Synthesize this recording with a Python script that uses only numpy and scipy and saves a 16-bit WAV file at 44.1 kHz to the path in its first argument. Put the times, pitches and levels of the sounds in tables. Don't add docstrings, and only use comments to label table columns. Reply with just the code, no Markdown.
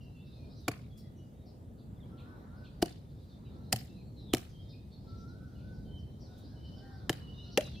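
import sys
import numpy as np
from scipy import signal
from scipy.fft import rfft, irfft, next_fast_len
from scipy.io import wavfile
from scipy.ndimage import uniform_filter1d, map_coordinates

SR = 44100
rng = np.random.default_rng(int(sys.argv[2]) if len(sys.argv) > 2 else 0)


def volts_from_decibels(level):
    exponent = np.asarray(level, float) / 20
    return 10 ** exponent


def wrap_up_sound(samples):
    columns = np.atleast_2d(samples).T
    tamed = np.clip(columns, -1, 1)
    steps = np.round(tamed * 32767).astype(np.int16)
    wavfile.write(sys.argv[1], SR, steps)


N = 343980


def unit(x):
    return x / np.sqrt(np.mean(x ** 2) + 1e-20)


def along(points, hz):
    f, v = np.transpose(points)
    return np.interp(np.log(hz + 1), np.log(f + 1), v)


def wobble(rate, size=N):
    return map_coordinates(rng.standard_normal(size // 100 + 4), [np.arange(size) * rate / SR])


def filtered(x, response):
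    m = next_fast_len(x.shape[-1] + 4096)
    return irfft(rfft(x, m) * response(np.fft.rfftfreq(m, 1 / SR)), m)[..., :x.shape[-1]]


def add(track, s, x):
    part = track[..., max(round(s * SR), 0):][..., :x.shape[-1]]
    part += x[..., :part.shape[-1]]


def tail(decays, rise_s):
    hz, t, z = signal.stft(rng.standard_normal((2, SR // 3)), SR, nperseg=128)
    patches = rng.standard_normal(z.shape[1:])
    patches = uniform_filter1d(uniform_filter1d(patches, size=6, axis=0), size=4, axis=1)
    decay_db = -60 * t / along(decays, hz)[:, None]
    gain = volts_from_decibels(4.2 * unit(patches) + decay_db) * (1 - np.exp(-t / rise_s))
    cloud = signal.istft(z * gain, SR, nperseg=128)[1]
    return cloud / np.linalg.norm(cloud[0])


def blade_ring(f, modes):
    width_hz = 300
    return 1 + sum(gain * 1j * f * width_hz / (hz * hz - f * f + 1j * f * width_hz) for hz, gain in modes)


def thuds():
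    # start in seconds, frequency in Hz, peak in dB, t60 in seconds, attack in seconds.
    modes = [(.684, 285, -22.5, 0.047, .001), (.681, 695, -24.5, 0.041, 0.0017),
             (.69, 108, -26, 0.068, 0.0025), (.6795, 520, -24, .022, .0015), (.686, 430, -27, .045, .0015),
             (2.8272, 326, -12, 0.034, 0.0004), (2.827, 540, -25, .03, .0005), (2.817, 700, -36, .03, .002),
             (2.83, 165, -28, .06, .002), (2.826, 670, -21, 0.034, 0.00051),
             (3.7315, 720, -21, 0.03, .0015), (3.732, 200, -24, 0.03, .0015), (3.724, 500, -25, .03, .003),
             (3.735, 118, -27, .15, .003), (4.3373, 307, -10, 0.024, 0.00066),
             (4.337, 683, -21.5, 0.029, 0.0005), (4.339, 125, -26, .08, 0.003), (4.34, 230, -24, .04, .002),
             (7.099, 320, -17, 0.029, .001), (7.097, 718, -28, 0.042, 0.0019),
             (7.1, 141, -22.5, 0.061, 0.0022), (7.579, 1800, -32, .03, .001), (7.5745, 745, -22, .03, .001),
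             (7.574, 880, -29, .02, .001), (7.578, 250, -25, 0.05, .002), (7.617, 590, -30, .045, .004)]
    # start in seconds, final frequency in Hz, peak in dB,
    # t60 in seconds, attack in seconds.
    hollow = (7.5758, 620, -6.5, .05, .007)
    block, t = np.zeros(N), np.arange(SR // 4) / SR
    sag = 0.071 * np.exp(-t / .008)
    climb = -.74 * np.exp(-t / .0046)
    for (s, hz, db, t60, attack), bend in [(row, sag) for row in modes] + [(hollow, climb)]:
        phase = 2 * np.pi * np.cumsum(hz * (1 + bend)) / SR
        add(block, s, volts_from_decibels(db - 60 * t / t60) * (1 - np.exp(-t / attack)) * np.sin(phase))
    return block


def chops():
    # start in seconds, peak in dB, lead-in in seconds, t60 in seconds, brightness in dB per octave.
    crunch = [
        (.6815, -23.5, .002, .024, -.2),
        (2.826, -23, .0085, .013, .8),
        (3.728, -20.5, 0.0061, .02, 3.6),
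        (4.3365, -21.5, .005, .012, 2),
        (4.3477, -26, .001, .012, 3),
        (7.095, -22.5, .0008, .022, -.5),
        (7.5746, -19, 0.00045, .019, .3),
        (7.1015, -36, .002, .012, 4),
    ]
    # frequency in Hz, gain as a ratio.
    grips = [
        [(1110, 2.2), (2380, 2.2), (4600, 1.3), (7200, .8)],
        [(3010, 1.5), (4400, 3), (4800, 1.5), (9300, 1.2), (14000, 1.5)],
        [(2020, 1.2), (3030, 1.2), (4340, 1.8), (4920, 2.2), (7270, .8), (13400, 1.0)],
        [(1220, 1.2), (2490, 1.1), (3040, 2.4), (7420, .9), (10800, 1.2)],
        [(5400, 1.3), (3600, .9)],
        [(1770, 1.2), (3010, 2.2), (3910, 1.5), (4860, 1.5)],
        [(2720, 2.6), (3240, 1.5), (4930, 1.2), (5900, 1.6), (9900, 1.2)],
        [(5000, 1.2)],
    ]
    # frequency in Hz, level in dB.
    bone = [(300, -25.5), (800, -5.5), (1150, 5), (1600, 8.5), (3200, 1.5), (6000, -1), (10000, -5),
            (15000, -10)]
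    # frequency in Hz, half of left over right in dB.
    lean = [(300, .3), (700, .8), (1300, -.3), (2400, 1.5), (4400, -.5), (8100, -1.2), (15000, 0)]
    # frequency in Hz, level in dB.
    flesh = [(80, -29), (200, 1.5), (500, 2.5), (900, -7), (1500, -29.5)]
    # frequency in Hz, t60 in seconds.
    yard = [(150, .2), (1000, 0.37), (3000, 0.4), (6000, 0.36), (12000, .36)]
    block, out = thuds(), np.zeros((2, N))
    t = np.arange(SR // 5) / SR - .02
    for (s, db, lead, t60, tilt_db), modes in zip(crunch, grips):
        start = s + t[0]
        snaps = rng.standard_normal((3, len(t))) * volts_from_decibels(4 * rng.standard_normal(len(t)))
        snaps[0, np.argmin(np.abs(t))] = 4.5
        entry = volts_from_decibels(32 * t.clip(max=0) / lead) * (t > -lead)
        force = np.where(t < 0, entry, volts_from_decibels(-60 * t / t60) + volts_from_decibels(-25 - 60 * t / .07))

        def colour(f):
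            return volts_from_decibels(along(bone, f) + tilt_db * np.log2((f + 1) / 3000)) * blade_ring(f, modes)

        crack = filtered(unit(snaps) * force, colour) * volts_from_decibels(db - 5)
        spread = filtered(crack[1:], lambda f: 1.75 * f / (f + 4000))
        near = filtered(crack[0] + spread, lambda f: volts_from_decibels(along(lean, f) * [[1], [-1]]))
        add(out, start, near)
        slats = rng.standard_normal((2, SR // 200)) * np.hanning(SR // 200)
        add(out, start + .0315, volts_from_decibels(-35.5) * signal.fftconvolve(near, slats, axes=1))
        add(out, s, volts_from_decibels(db - .5) * filtered(tail(yard, rise_s=0.04), colour))
        slap = rng.standard_normal(len(t)) * np.where(t < 0, entry, volts_from_decibels(-60 * t / 0.056))
        add(block, start + .003, volts_from_decibels(db + 4) * filtered(slap, lambda f: volts_from_decibels(along(flesh, f))))
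    add(out, .0338, volts_from_decibels(-24.5) * block)
    wet = signal.fftconvolve(block[None], tail(yard, rise_s=.02), axes=1)[:, :N]
    return out + block * volts_from_decibels(0) * volts_from_decibels([[.6], [-.6]]) + volts_from_decibels(-21) * wet


def touches():
    # start in seconds, peak in dB.
    strokes = [
        (0.604, -59),
        (0.9752, -49.5),
        (2.2014, -63),
        (3.2326, -64.5),
        (6.3804, -54),
    ]
    out, t = np.zeros((2, N)), np.arange(SR // 10) / SR
    for s, db in strokes:
        stroke = volts_from_decibels(db - 5.5 - 60 * t / .2) * (1 - np.exp(-t / .005))
        add(out, s - .004, filtered(stroke * rng.standard_normal((2, len(t))), lambda f: f / (f + 4000)))
    return out


def far(s, call, hz, out, wet_db, lag_s=0):
    # frequency in Hz, t60 in seconds.
    trees = [(1000, 0.53), (4000, .45), (8000, 0.23)]
    side_db = rng.uniform(-1.5, 1.5)
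    add(out[0], s + lag_s, volts_from_decibels(side_db) * call)
    add(out[1], s, volts_from_decibels(-side_db) * call)
    t = np.arange(SR // 3) / SR
    decay = volts_from_decibels(-60 * t / along(trees, hz)) * (1 - np.exp(-t / 0.024))
    cloud = rng.standard_normal((2, len(t))) * decay
    echoes = signal.fftconvolve(call[None], cloud, axes=1)
    add(out, s, volts_from_decibels(wet_db) / np.linalg.norm(cloud[0]) * echoes)


def note(rows, partials, shake_hz, flutter_db):
    s, hz, db = np.transpose(rows)
    t = np.arange(s[0], s[-1], 1 / SR)
    pitch = np.interp(t, s, hz) + shake_hz * wobble(90, size=len(t))
    phase = 2 * np.pi * np.cumsum(pitch) / SR
    level = volts_from_decibels(np.interp(t, s, db) + flutter_db * wobble(40, size=len(t)))
    level = level * signal.windows.tukey(len(t), .2)
    return level * sum(volts_from_decibels(g_db + 7.5) * np.sin(k * phase) for k, g_db in partials)


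def sing(out, rows, wet_db, lag_s=0, **voice):
    far(rows[0][0], note(rows, **voice), rows[0][1], out, wet_db, lag_s)


def held(s, length, hz, db, peak, sag_hz_per_s=0):
    share = np.array([0, peak, peak + .3 * (1 - peak), 1])
    levels = db - np.array([14, 0, 3, 16])
    return np.transpose([s + length * share, hz - sag_hz_per_s * length * share, levels])


def whistlers():
    # time from its start in seconds, pitch in Hz, level in dB.
    rise = [(0, 3650, -8), (.07, 3740, -2), (.14, 4120, 0), (.21, 4310, -3), (.3, 4260, -11)]
    fall = [(0, 4260, -7), (.05, 4080, 0), (.11, 3830, -1), (.19, 3270, 1)]
    # start in seconds, level in dB, pitch shift in Hz.
    rises = [
        (.2, -74, -20),
        (3.84, -72, 0),
        (7.32, -66, 60),
    ]
    falls = [
        (.52, -70, 60),
        (4.15, -69, -20),
        (7.585, -61.5, -60),
    ]
    # start in seconds,
    # length in seconds, pitch in Hz, peak in dB, share of the length before the peak.
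    flat_notes = [(.88, .22, 3390, -69, .3), (4.51, .2, 3230, -68, .15), (5.84, .2, 3110, -63, .7),
                  (6.04, .2, 3110, -78, .5), (6.55, .22, 3040, -62, .75), (6.78, .13, 3040, -71, .15),
                  (7.19, .16, 2940, -58, .35), (7.36, .2, 2930, -63, .1),
                  (1.34, .13, 3730, -81, .6), (3.05, .09, 3550, -78, .5), (3.3, .1, 3600, -74, .4),
                  (3.6, .12, 3780, -77, .6), (4.6, .22, 3700, -71, .4), (4.91, .12, 4400, -72, .25),
                  (6.26, .21, 3700, -70, .25), (7.33, .2, 3700, -70, .3)]
    low_notes = [(0, .14, 2790, -64.5, .05), (.14, .16, 2720, -67, .15), (.3, .2, 2560, -70, .75),
                 (1.14, .15, 2960, -72, .4), (3.87, .1, 2660, -73, .4), (4.72, .11, 2550, -71, .25),
                 (7.4, .17, 2760, -74, .4), (7.6, .11, 2840, -60, .25), (7.75, .08, 2700, -60, .4)]
    high_notes = [
        (1.82, .15, 7600, -86, .35),
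        (4.0, .19, 7620, -85, .3),
    ]
    # start in seconds, length in seconds, first pitch in Hz, last pitch in Hz, level in dB.
    sweeps = [(6.2, .08, 5900, 3830, -71), (5.17, .05, 6100, 4600, -75), (3.44, .1, 4000, 3500, -73),
              (3.96, .07, 2720, 2300, -74), (3.19, .06, 4050, 3700, -77), (1.96, .03, 3700, 3250, -76),
              (2.0, .035, 3750, 3250, -71), (2.03, .02, 3250, 3500, -72), (2.04, .03, 2250, 2300, -77),
              (2.045, .02, 2800, 2750, -77), (1.99, .03, 2150, 1800, -79), (.485, .05, 3550, 4150, -74),
              (.31, .07, 3750, 3600, -73), (.16, .12, 3480, 3520, -76), (4.2, .04, 4050, 3900, -68),
              (4.17, .06, 3950, 3100, -78), (2.075, .1, 5200, 5350, -87), (2.63, .07, 4000, 2800, -73),
              (5.27, .09, 4300, 3750, -75), (4.5, .03, 5000, 4950, -75), (5.55, .04, 2950, 2900, -77)]
    out = np.zeros((2, N))
    for half, sung in [(rise, rises), (fall, falls)]:
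        for s, db, hz in sung:
            sing(out, np.add(half, (s, hz, db)), partials=[(.93, -14), (1, -5.5), (1.04, -16)],
                 shake_hz=36, flutter_db=3.5, wet_db=-4.0)
    clear = [held(*row) for row in flat_notes]
    for s, length, a, b, db in sweeps:
        clear.append([(s, a, db - 3), (s + length / 3, (2 * a + b) / 3, db), (s + length, b, db - 5)])
    for rows in clear:
        sing(out, rows, partials=[(.96, -17), (1, -5.5)], shake_hz=40, flutter_db=3.5, wet_db=-3.5)
    for row in low_notes + high_notes:
        sing(out, held(*row, sag_hz_per_s=650), partials=[(1, -5.5), (1.1, -17)],
             shake_hz=50, flutter_db=3, wet_db=-4.5)
    return out


def sparrows():
    # start in seconds, level in dB, first pitch in Hz.
    falling = [(0, -72, 5600), (.25, -73, 5500), (.56, -65.5, 6000), (0.967, -64.5, 5700),
               (1.456, -66, 5600), (1.775, -69.5, 4700), (2.562, -73, 5500), (2.88, -63, 4100),
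               (3.081, -74, 4800), (3.285, -67.5, 4800), (3.447, -71, 3200), (3.63, -75, 5300),
               (4.19, -71, 5600), (4.48, -71, 6700), (4.685, -61, 5400), (4.91, -63, 4700),
               (5.07, -65, 5100), (5.182, -67, 6200), (5.27, -71, 6100), (5.58, -72, 3250),
               (5.72, -72.5, 5800), (5.97, -71, 6000), (6.201, -63, 6000), (6.43, -66, 5300),
               (6.64, -66.5, 5450), (6.76, -63, 5700), (6.92, -71, 5700), (7.43, -66.5, 6000)]
    # start in seconds, level in dB, first pitch in Hz, last pitch in Hz, length in seconds.
    odd = [
        (.5, -64, 3800, 5600, 0.047),
        (1.013, -75, 2100, 1840, 0.083),
        (1.16, -74, 6400, 5380, 0.048),
        (2.171, -62, 4300, 2200, 0.056),
        (2.637, -61.5, 4600, 2010, 0.054),
        (7.51, -58, 4300, 6000, 0.046),
    ]
    out = np.zeros((2, N))
    for s, db, start_hz, end_hz, length in [(s, db, hz, .7 * hz, .054) for s, db, hz in falling] + odd:
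        u = np.linspace(0, 1, round(1.6 * length * SR))
        strands = .3 * np.array([[-1], [0], [1]])
        glide = (start_hz + end_hz) / 2 + (end_hz - start_hz) * (.35 * (u - .5) + strands)
        rasp = 0.13 * (start_hz - end_hz) * np.array([wobble(260, size=len(u)) for _ in range(3)])
        voice = np.sin(2 * np.pi * np.cumsum(glide + rasp, axis=1) / SR).sum(axis=0)
        far(s - .005, volts_from_decibels(db - 5) * np.sin(np.pi * u ** .7) ** 2 * voice, start_hz, out, wet_db=-3)
    return out


def syllable(s, hold, swoop, db, top_db):
    low_hz, high_hz = 1335, 1510
    lift = np.array([0, 0, .1, .95, 1, 0]) * min(swoop / .15, 1)
    times = s + np.array([0, hold / 3, hold, hold + .45 * swoop, hold + .78 * swoop, hold + swoop])
    levels = db + top_db * lift - 6 * np.array([1.3, .3, 0, .3, 0, 1.1])
    return np.transpose([times, low_hz + (high_hz - low_hz) * lift, levels])


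def cuckoo():
    # start in seconds, hold in seconds, swoop in seconds, level in dB, top over hold in dB.
    syllables = [
        (2.1, .1, .19, -69, -1),
        (2.43, .07, .2, -73, 6),
        (3.47, .22, .01, -78, -3),
        (5.05, .2, .27, -64, -7),
        (5.5, .06, .22, -77, 9),
    ]
    out = np.zeros((2, N))
    for row in syllables:
        sing(out, syllable(*row), partials=[(1, -2)], shake_hz=8, flutter_db=1.5, wet_db=-5, lag_s=0.00017)
    return out


def roosters():
    # start in seconds, length in seconds, pitch in Hz, peak in dB,
    # share of the length before the peak.
    crow = [
        (5.8, .2, 1520, -80, .3),
        (6.25, .2, 1470, -75, .3),
        (6.48, .17, 1460, -77, .4),
        (7.44, .13, 1430, -70, .2),
    ]
    other_strands = [
        (6.8, .2, 1830, -70, .3),
        (6.47, .14, 1620, -74, .5),
        (6.86, .1, 1330, -73, .5),
        (5.44, .2, 1500, -74, .4),
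        (5.36, .14, 1340, -75, .4),
    ]
    # time in seconds, pitch in Hz, level in dB.
    long_crow = [(6.73, 1420, -80), (6.79, 1530, -70), (6.86, 1590, -71), (6.92, 1580, -67),
                 (6.98, 1530, -70), (7.04, 1470, -70), (7.09, 1460, -76)]
    out = np.zeros((2, N))
    for rows in [held(*row) for row in crow] + [long_crow]:
        sing(out, rows, partials=[(.5, -4.5), (.9, -17), (1, -6)], shake_hz=22, flutter_db=3, wet_db=-3.0)
    for row in other_strands:
        sing(out, held(*row), partials=[(.95, -15), (1, -8), (1.06, -16)],
             shake_hz=22, flutter_db=2.5, wet_db=-2.5)
    return out


def rush(spectrum, patchy_db):
    # frequency in Hz, left-right correlation.
    alike = [(60, 0.93), (130, 0.98), (290, 0.76), (640, 0.47), (1410, -0.6), (3100, 0.78), (6820, -0.1),
             (15000, 0.29)]
    z = signal.stft(rng.standard_normal((2, N)), nperseg=512)[2]
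    field = rng.standard_normal(z.shape[1:])
    field = uniform_filter1d(uniform_filter1d(field, size=5, axis=0), size=12, axis=1)
    pair = signal.istft(z * volts_from_decibels(patchy_db * unit(field)), nperseg=512)[1][:, :N]

    def mid_side(hz):
        turn = np.arccos(np.clip(along(alike, hz), -1, 1)) / 2
        return volts_from_decibels(along(spectrum, hz)) * [np.cos(turn), np.sin(turn)]

    mid, side = filtered(pair, mid_side)
    return unit(np.array([mid + side, mid - side]))


def traffic():
    # time in seconds, level in dB.
    road = [(0.0, -51), (1.67, -50), (2.13, -49), (2.63, -52), (2.93, -49), (3.3, -52), (3.6, -49),
            (4.34, -48), (4.86, -52), (5.15, -47), (5.47, -49), (5.91, -46), (6.15, -49), (7.8, -48)]
    # time of passing in seconds, whine in dB, half width in seconds.
    passes = [
        (.5, -79, .2),
        (2.4, -65.5, .35),
        (3.55, -73, .25),
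        (5.15, -77, .15),
        (6.35, -76, .2),
        (6.9, -73, .3),
        (7.35, -72, .3),
    ]
    # frequency in Hz, density in dB per Hz.
    rumble_spectrum = [(12, -72.5), (20, -34), (24, -21.5), (35, -8), (65, 0), (123, 0), (182, -6),
                       (217, -7), (352, -22.5), (500, -24), (650, -47.5), (1100, -120)]
    wash_spectrum = [(120, -36), (200, -5), (264, -5), (387, -11.5), (640, -16.5), (1000, -26.5),
                     (1300, -54.5), (2200, -120)]
    whine_spectrum = [(550, -22), (750, -5), (1000, 0), (1350, -2), (2200, -18), (3500, -42)]
    t = np.arange(N) / SR
    road_db = np.interp(t, *np.transpose(road))
    passing = volts_from_decibels(-86) + sum(volts_from_decibels(db) * np.exp(-((t - s) / width) ** 2) for s, db, width in passes)
    rumble = volts_from_decibels(road_db + 1.5 + .8 * wobble(4.5)) * rush(rumble_spectrum, patchy_db=1)
    tyres = volts_from_decibels(.6 * (road_db - road_db.mean()) - 60) + volts_from_decibels(-1) * passing
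    wash = volts_from_decibels(.5) * tyres * volts_from_decibels(.8 * wobble(6)) * rush(wash_spectrum, patchy_db=1.5)
    whine = passing * rush(whine_spectrum, patchy_db=2.0)
    return rumble + wash + whine


def flock():
    # time in seconds, level in dB.
    chatter = [(0, -86), (.22, -80), (.5, -74), (1.15, -83), (1.9, -90), (2.69, -75), (2.93, -84),
               (3.28, -80), (3.87, -77), (4.32, -82), (4.52, -72), (4.84, -80), (5.15, -73), (5.6, -75),
               (6.05, -81), (6.41, -70), (7.39, -72), (7.58, -66)]
    # frequency in Hz, density in dB per Hz.
    flock_spectrum = [(2400, -39), (3200, -10), (4000, -0.5), (5200, -6), (6200, -13.5), (7500, -44)]
    flock_db = np.interp(np.arange(N) / SR, *np.transpose(chatter))
    return volts_from_decibels(flock_db + 1.5 + 1.5 * wobble(11)) * rush(flock_spectrum, patchy_db=3.5)


def hiss():
    # frequency in Hz, density in dB per Hz.
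    hiss_spectrum = [(710, -34), (1200, -2), (1850, -9), (2240, -12), (3480, -13), (3670, -11.5),
                     (4410, -27), (6430, -16), (15700, -18.5)]
    return volts_from_decibels(-74.5) * rush(hiss_spectrum, patchy_db=1.5)


def scene():
    birds = whistlers() + sparrows() + cuckoo() + roosters()
    return chops() + touches() + birds + traffic() + flock() + hiss()


def roll_off(x):
    return signal.sosfilt(signal.butter(12, 16650, fs=SR, output="sos"), x)


def record(dry):
    top_hz = 15800

    def edges(f):
        bass_db = along([(20, -14.5), (32, -7), (50, 0)], f)
        return volts_from_decibels(bass_db - 40 * np.clip((f - top_hz) / 1100 + .4, 0, 1))

    mix = filtered(dry, edges)
    return roll_off(mix)


dry = scene()
out = record(dry)
wrap_up_sound(out)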